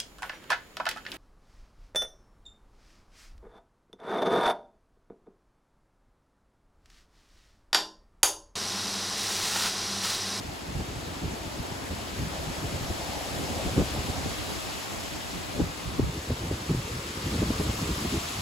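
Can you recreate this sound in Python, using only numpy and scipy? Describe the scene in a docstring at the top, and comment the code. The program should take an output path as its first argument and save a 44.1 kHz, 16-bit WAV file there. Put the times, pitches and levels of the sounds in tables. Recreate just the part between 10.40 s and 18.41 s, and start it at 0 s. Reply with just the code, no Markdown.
"""Strong wind in a row of tall leafy trees behind a backyard, rising in two long gusts.
Countless leaf impacts add incoherently to a hiss, over the duller roar of vortex shedding
in the branches and three broad bands of aeolian sound from the crowns. Near the ground,
eddies tumble over the two ports of a hand-held microphone, and their pressure thumps in the bass."""
import sys
import numpy as np
from scipy import signal
from scipy.fft import rfft, irfft, next_fast_len
from scipy.io import wavfile
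from scipy.ndimage import uniform_filter1d

SR = 44100
rng = np.random.default_rng(int(sys.argv[2]) if len(sys.argv) > 2 else 0)


def to_wav(s):
    """Save 16-bit WAV."""
    ch = np.atleast_2d(s).T  # columns
    pcm = np.round(np.clip(ch, -1, 1) * 32767)  # PCM
    wavfile.write(sys.argv[1], SR, pcm.astype(np.int16))


N = 353241
TIME = np.arange(N) / SR
SIZE = next_fast_len(N, real=True)
FREQ = np.arange(SIZE // 2 + 1) * SR / SIZE


# Gusts in the foliage: t/s, relative level/dB
LEAF_GUSTS = [(0.0, -46), (1.45, -44), (2.92, -40), (4.19, -40), (5.61, -44), (6.73, -42), (7.0, -40),
              (7.84, -38), (8.0, -39)]
# Spectrum of the leaf hiss: f/Hz, relative level/dB
LEAF_SPECTRUM = [(700, -9.5), (1300, -0.5), (1900, 0), (2900, 0), (4000, -2), (5000, -2.5), (6200, -5.5),
                 (8000, -5.5), (10000, -9.5), (12000, -11), (14000, -16.5), (15700, -17.5)]

def leaves(brightening, level_db):
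    """Shot noise: leaves tap at random, and a gust makes the taps denser, louder and brighter."""
    gust_db, = in_time(LEAF_GUSTS)
    excess_db = gust_db - gust_db.mean()
    taps_per_sample = 120000 * from_db(excess_db) / SR
    tap_counts = rng.poisson(taps_per_sample, (2, N))
    taps = np.sqrt(tap_counts / taps_per_sample) * rng.standard_normal((2, N))
    spectra = at_ports(taps, LEAF_SPECTRUM) * FREQ / np.hypot(FREQ, 400)
    hiss = swaying(spectra, 1240, 16000, spread_db=0.78, rate=15, tilt_db=brightening * excess_db, bands=12)
    shiver_db = 0.17 * drift(12)  # whole sprays of leaves shake together
    return hiss * from_db(gust_db + level_db + shiver_db)


# Roar of air through the branches: t/s, relative level/dB
BRANCH_LEVELS = [(0, -47.5), (.8, -46), (3.3, -44), (4.4, -46.5), (5.0, -46.5), (5.8, -46), (6.7, -45),
                 (7.1, -43), (7.7, -44.5), (8, -49.5)]
# Spectrum of the roar: f/Hz, relative level/dB
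BRANCH_SPECTRUM = [(60, -6), (150, -10), (280, 3), (430, -2), (700, 0), (950, -3), (1200, -8.5),
                   (1600, -10.5), (3000, -27)]

def branches(level_db):
    """Vortex shedding: twigs and boughs radiate a broad roar whose spectrum wanders."""
    roar_db, = in_time(BRANCH_LEVELS)
    spectra = at_ports(rng.standard_normal((2, N)), BRANCH_SPECTRUM)
    spectra = spectra * FREQ / np.hypot(FREQ, 60) / np.hypot(1, FREQ / 4000)
    roar = swaying(spectra, 198, 1760, spread_db=1.5, rate=3.5, tilt_db=3.5, bands=10)
    return roar * from_db(roar_db + level_db)


# Bands of the deep, high and middle crowns: centre f/Hz, bandwidth/Hz
CROWN_BANDS = [(638.8, 450), (1142, 370), (780, 290)]
# Air through the deep crown: t/s, relative level/dB, centre f/Hz
DEEP_CROWN_FLOW = [(0, -53.5, 640), (1.5, -47.5, 628.6), (2.4, -45.5, 621), (3.2, -38.5, 588.5),
                   (3.9, -43.5, 611), (4.35, -47.5, 679.5), (4.7, -47, 671), (5.3, -53, 619.7),
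                   (6.0, -48, 430.3), (6.8, -45.5, 422.7), (7.6, -51, 423), (7.85, -62, 419)]
# Air through the high crown: t/s, relative level/dB
HIGH_CROWN_FLOW = [(0, -61), (2.0, -54.5), (3.4, -50.5), (4.3, -50.5), (5.0, -56), (5.5, -50), (5.9, -58),
                   (6.6, -52.5), (7.3, -47), (8, -47.5)]
# Brief surges through the middle crown: t/s, relative level/dB
MIDDLE_CROWN_SURGES = [(2.72, -43), (3.15, -41), (3.8, -42.5), (4.1, -49), (7.25, -47)]

def crowns(level_db, spread_db, surge_s):
    """Aeolian sound: each crown sings in a band set by its twig thickness; the deep one sinks in pitch."""
    deep_db, deep_hz = in_time(DEEP_CROWN_FLOW)
    high_db, = in_time(HIGH_CROWN_FLOW)
    surges = sum(from_db(db) * np.exp(-0.5 * ((TIME - t) / surge_s) ** 2) for t, db in MIDDLE_CROWN_SURGES)
    deep, high, middle = [filtered(rng.standard_normal(N), band_pass(*band)) for band in CROWN_BANDS]
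    glide_position = np.cumsum(deep_hz / CROWN_BANDS[0][0]) % N
    deep = np.interp(glide_position, np.arange(N), deep)
    voices = (deep, from_db(deep_db)), (high, from_db(high_db)), (middle, surges)
    return sum(unit_rms(band) * gain * from_db(level_db + spread_db * drift(20)) for band, gain in voices)


def swaying(spectra, low_hz, high_hz, spread_db, rate, tilt_db, bands):
    """Amplitude modulation: boughs sway independently, so each band wavers; tilt_db favours the treble."""
    band_position = np.interp(np.log(FREQ + 1), np.log([low_hz, high_hz]), [0, bands - 1])
    out = 0
    for k in range(bands):
        band = irfft(spectra * np.maximum(1 - abs(band_position - k), 0), SIZE)[:, :N]
        band_db = spread_db * drift(rate) + tilt_db * (k / (bands - 1) - 0.5)
        out = out + band * from_db(band_db)
    return unit_rms(out)


# Midrange of the trees: t/s, relative level/dB
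MIDRANGE_LEVELS = [(5.5, -0.5), (5.8, -5), (6.1, 0.5), (6.7, -8), (7.15, -3), (7.55, -2.5), (8, 5)]

def midrange_dips(trees, centre_hz, width_hz):
    """Time-varying filtering: late on, the middle of the roar dips twice, then swells."""
    middle = filtered(trees, band_pass(centre_hz, width_hz))
    middle_db, = in_time(MIDRANGE_LEVELS)
    return trees + middle * (from_db(middle_db) - 1)


# Sound of the trees at the two ports: f/Hz, correlation, phase lead of the left/rad
PORT_COHERENCE = [(50, -1, 0.5), (377, 0.33, 0), (610, -0.26, 0), (1090, -0.066, 0), (1550, -0.24, 0),
                  (2720, 0.4, 0.97), (3920, 0.49, 0), (5600, 0.096, 0.5), (6300, 0.59, .5), (7240, 1, -0.5),
                  (9360, 1, -3.5), (11440, 0.79, -7), (14500, 0.76, -11)]
# Balance between the ports: f/Hz, left minus right level/dB
PORT_BALANCE = [(200, -1), (700, 2), (1300, .5), (2400, 1.4), (4400, 4), (8000, 0.3), (15000, -0.5)]

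def at_ports(pair, spectrum):
    """Partial coherence: two noises give the spectra of a wide source whose top leads on the right."""
    hz, correlation, lead = np.transpose(PORT_COHERENCE)
    correlation = np.clip(np.interp(FREQ, hz, correlation), -0.99, 0.99)
    leftward = np.exp(0.5j * np.interp(FREQ, hz, lead)) * np.sqrt(spectral_gain(PORT_BALANCE))
    mid, side = rfft(pair, SIZE) * np.sqrt([1 + correlation, 1 - correlation])
    return np.array([(mid + side) * leftward, (mid - side) / leftward]) * spectral_gain(spectrum)


# Draught at the microphone: t/s, relative level/dB
DRAUGHT_LEVELS = [(0.0, -47), (0.22, -52.5), (0.45, -49), (1.0, -47.5), (1.6, -46.5), (2.32, -45),
                  (2.85, -46), (3.34, -39), (3.75, -41), (4.3, -51.5), (4.8, -50), (5.1, -45), (5.4, -50.5),
                  (5.7, -44), (6.45, -46), (6.72, -49), (7.0, -37.5), (7.55, -39.5), (7.77, -42),
                  (7.79, -50), (8.0, -50)]
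# Single eddies, and at 4.11 s and 4.95 s two brief low swells that play the same way: t/s, duration/s, then
# relative level/dB of rumble, flutter and rasp
EDDY_PASSAGES = [(0.075, 0.03, -38.5, -53, -62), (0.302, 0.045, -39, -40.5, -63),
                 (0.362, 0.02, -28, -42, -56), (0.405, 0.029, -33, -36, -46), (0.5, 0.033, -39, -50, -58),
                 (0.57, 0.025, -36, -48, -60), (0.69, 0.04, -44, -43, -58), (0.834, 0.024, -36, -34, -55),
                 (0.86, 0.032, -34, -45, -56), (0.932, 0.023, -40, -37, -56), (1.059, .02, -39, -40, -59),
                 (1.199, 0.016, -32.5, -41, -56), (1.317, 0.02, -37, -44, -58),
                 (1.518, 0.022, -31.5, -38.5, -47), (1.814, 0.038, -30.5, -35, -60),
                 (1.862, 0.022, -34, -41, -59), (1.995, .025, -37, -48, -52), (2.084, 0.024, -33, -44, -55),
                 (2.248, 0.017, -31.5, -34, -55), (2.34, 0.032, -32, -40, -58),
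                 (2.421, 0.029, -33, -54, -60), (2.509, 0.014, -27.5, -37, -43),
                 (2.999, 0.12, -55, -41, -55), (3.118, 0.023, -48, -37, -52.5),
                 (3.263, 0.021, -31, -32, -51), (3.398, 0.044, -25, -24.5, -31),
                 (3.58, 0.015, -36, -35.5, -52), (3.694, .014, -37, -33.5, -49),
                 (3.867, 0.017, -32, -35, -56), (4.109, 0.088, -48, -43, -47),
                 (4.948, 0.087, -60, -42.5, -61), (5.173, 0.05, -41, -40, -41.5),
                 (5.208, 0.021, -33, -23, -36), (5.228, 0.018, -26.5, -50, -60),
                 (5.275, 0.037, -37, -45, -60), (5.47, 0.029, -32, -57, -56),
                 (5.597, 0.015, -26, -25.5, -45), (5.633, 0.022, -22.5, -36, -52),
                 (5.677, 0.03, -30, -54, -62), (5.78, 0.024, -34, -42, -59),
                 (5.909, 0.028, -29, -33.5, -44), (6.038, 0.052, -35.5, -41, -52),
                 (6.121, 0.031, -28, -34, -45), (6.306, 0.023, -25, -27, -45), (6.36, 0.024, -29, -44, -53),
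                 (6.391, 0.023, -31, -46, -50), (6.45, 0.02, -39, -55, -65),
                 (6.554, 0.066, -35.5, -55, -65), (6.871, 0.025, -33, -34, -43),
                 (6.945, 0.051, -34.5, -30.5, -45), (6.998, .016, -29, -42, -50),
                 (7.029, 0.019, -30, -23.5, -35), (7.065, .025, -30, -40, -55),
                 (7.11, 0.018, -33, -29, -42), (7.208, 0.017, -32, -25.5, -38),
                 (7.26, 0.026, -39, -39, -42), (7.3, .02, -28, -39, -42), (7.427, 0.025, -31, -33, -55),
                 (7.505, 0.036, -31.5, -31.5, -50), (7.62, 0.025, -36, -34, -52),
                 (7.655, 0.017, -35, -29, -49), (7.749, 0.044, -34, -28, -53), (7.771, 0.01, -31, -35, -50),
                 (7.988, 0.031, -36, -47, -58)]
# Spectra of the draught and of the eddies' rumble, flutter and rasp: f/Hz, relative level/dB
DRAUGHT_SPECTRUM = [(20, -34), (30, -29), (42, -7.5), (60, 0), (82, -0.5), (120, -5), (175, -9.5),
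                    (260, -34), (500, -50)]
RUMBLE_SPECTRUM = [(20, -34), (30, -28), (42, -7), (60, -0.5), (82, -0.5), (125, -4), (175, -8), (260, -32),
                   (500, -57)]
FLUTTER_SPECTRUM = [(90, -18), (170, -0.5), (230, 0.5), (300, -.5), (420, -6), (540, -23.5), (800, -22),
                    (1400, -37), (3000, -66)]
RASP_SPECTRUM = [(300, -15), (440, 2), (520, 5), (680, -2), (1000, -9.5), (1500, -19), (3000, -46)]
WAKE_DELAY_S, WAKE_STRETCH = 0.0051, 1.24

def buffeting(draught_db, flutter_db, draught_swing_db, flutter_swing_db, lump_rate):
    """Pseudo-sound: over a lumpy draught, each eddy flutters, the fastest rasp, and the wake rumbles."""
    strength_db, = in_time(DRAUGHT_LEVELS)
    excess_db = strength_db - strength_db.mean()
    lumps = np.tanh(drift(lump_rate))
    draught_gain = from_db(draught_db + 0.99 * excess_db + draught_swing_db * lumps)
    flutter_power = from_db(flutter_db + 0.73 * excess_db + flutter_swing_db * lumps) ** 2
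    rumble_power, rasp_power = np.zeros((2, N))
    for t, duration, wake_db, front_db, rasp_db in EDDY_PASSAGES:
        near = slice(*np.searchsorted(TIME, [t - 4 * duration, t + 4 * duration]))
        age = TIME[near] - t
        front = eddy_envelope(age, duration)
        wake = eddy_envelope(age - WAKE_DELAY_S, duration * WAKE_STRETCH)
        rumble_power[near] += wake * from_db(wake_db) ** 2
        flutter_power[near] += front * from_db(front_db) ** 2
        rasp_power[near] += front * from_db(rasp_db) ** 2
    return (draught_gain * turbulence(DRAUGHT_SPECTRUM, steady_s=0.046)
            + np.sqrt(rumble_power) * turbulence(RUMBLE_SPECTRUM, steady_s=0.033)
            + np.sqrt(flutter_power) * turbulence(FLUTTER_SPECTRUM, steady_s=0.029)
            + np.sqrt(rasp_power) * turbulence(RASP_SPECTRUM, steady_s=0.01))


def eddy_envelope(age, duration, steepness=6.5):
    """Convection: as an eddy is carried past, its power rises quickly, holds and falls."""
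    return 1 / (1 + np.abs(2 * age / duration) ** steepness)


# Likeness of the turbulent pressure at the two ports: t/s, correlation
TURBULENCE_CORRELATION = [(0, 0.85), (2.4, 0.82), (3.0, 0.4), (3.5, 0.87), (4.2, 0), (4.8, 0.12),
                          (5.25, 0.64), (5.7, 0.72), (8, 0)]

def turbulence(spectrum, steady_s):
    """Spatial correlation: the ports share part of a pressure noise, its power evened over steady_s."""
    correlation, = in_time(TURBULENCE_CORRELATION)
    gain = spectral_gain(spectrum) / np.hypot(1, (FREQ / 2500) ** 2)
    noise = filtered(rng.standard_normal((2, N)), gain)
    window = int(steady_s * SR)
    local_power = uniform_filter1d(uniform_filter1d(noise ** 2, window), window)
    mid, side = noise / np.sqrt(local_power + 1e-20)
    side = side * np.sqrt((1 - correlation) / (1 + correlation))
    return np.array([mid + side, mid - side])


# Pressure pulses in the tightest eddies: t/s, relative level/dB, spectral peak f/Hz
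VORTEX_PULSES = [(3.38, -11.5, 200), (3.591, -26, 85), (3.701, -24.5, 200), (5.203, -16, 269),
                 (5.597, -14, 240), (5.906, -20.5, 300), (5.918, -21, 85), (6.114, -23.5, 249.7),
                 (6.313, -23, 130), (6.349, -20, 220), (7.106, -17.5, 240), (7.3, -25, 190),
                 (7.778, -22, 110)]

def vortex_slaps():
    """Bipolar pressure pulse: a vortex crosses the ports with a push and a pull, deeper if it is wider."""
    pressure = np.zeros(N)
    for t, level_db, hz in VORTEX_PULSES:
        near = slice(*np.searchsorted(TIME, [t - 2 / hz, t + 2 / hz]))
        phase = 2 * np.pi * hz * (TIME[near] - t)
        pressure[near] -= from_db(level_db) * phase * np.exp((1 - phase ** 2) / 2)
    return signal.sosfilt(signal.butter(2, 35, "high", fs=SR, output="sos"), pressure)


def from_db(db):
    """Amplitude ratio of a level in decibels."""
    return 10 ** (np.asarray(db) / 20)


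def unit_rms(x):
    """Normalisation to unit mean power."""
    return x / np.sqrt(np.mean(x ** 2) + 1e-20)


def in_time(rows):
    """Linear interpolation of each column at every sample."""
    times, *columns = np.transpose(rows)
    return [np.interp(TIME, times, column) for column in columns]


def spectral_gain(spectrum):
    """Gain per bin, by interpolation of levels over log frequency."""
    hz, db = np.transpose(spectrum)
    return from_db(np.interp(np.log(FREQ + 1e-9), np.log(hz), db))


def band_pass(centre_hz, width_hz):
    """Flat-topped response, width_hz wide at half amplitude."""
    detuning = (FREQ - centre_hz ** 2 / (FREQ + 1)) / width_hz
    return 1 / (1 + detuning ** 4)


def filtered(x, gain):
    """Convolution theorem: filtering multiplies the spectrum by a gain per bin."""
    return irfft(rfft(x, SIZE) * gain, SIZE)[..., :N]


def drift(rate):
    """Low-pass random process of unit spread, changing about rate times a second."""
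    hop, settling = 40, 2000
    pole = np.exp(-2 * np.pi * rate * hop / SR)
    noise = rng.standard_normal(N // hop + settling + 2)
    slow = signal.lfilter([1], [1, -2 * pole, pole * pole], noise)[settling:]
    return np.interp(np.arange(N) / hop, np.arange(len(slow)), unit_rms(slow))


def scene():
    """Superposition: sound from distant trees adds to wind pressure at the microphone."""
    trees = leaves(brightening=0.43, level_db=3.0) + branches(level_db=5.5)
    trees += crowns(level_db=-1.5, spread_db=2.0, surge_s=0.072)
    wind = buffeting(draught_db=-43, flutter_db=-45, draught_swing_db=4.5, flutter_swing_db=5, lump_rate=20)
    return midrange_dips(trees, centre_hz=724, width_hz=280) + wind + vortex_slaps()


def record(dry):
    """Mid-side filtering narrows the bass to the centre late on; a low-pass cuts the top throughout."""
    narrow_from_s, narrow_below_hz, cutoff_hz = 5.7, 427, 15700
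    mid, side = (dry[0] + dry[1]) / 2, (dry[0] - dry[1]) / 2
    side_bass = filtered(side, 1 / (1 + (FREQ / narrow_below_hz) ** 6))
    narrowing = np.clip((TIME - narrow_from_s) / 0.04 + 0.5, 0, 1)
    side = side - narrowing * side_bass
    low_pass = signal.ellip(10, 0.1, 80, cutoff_hz, fs=SR, output="sos")
    return signal.sosfilt(low_pass, [mid + side, mid - side])


dry = scene()
out = record(dry)
to_wav(out)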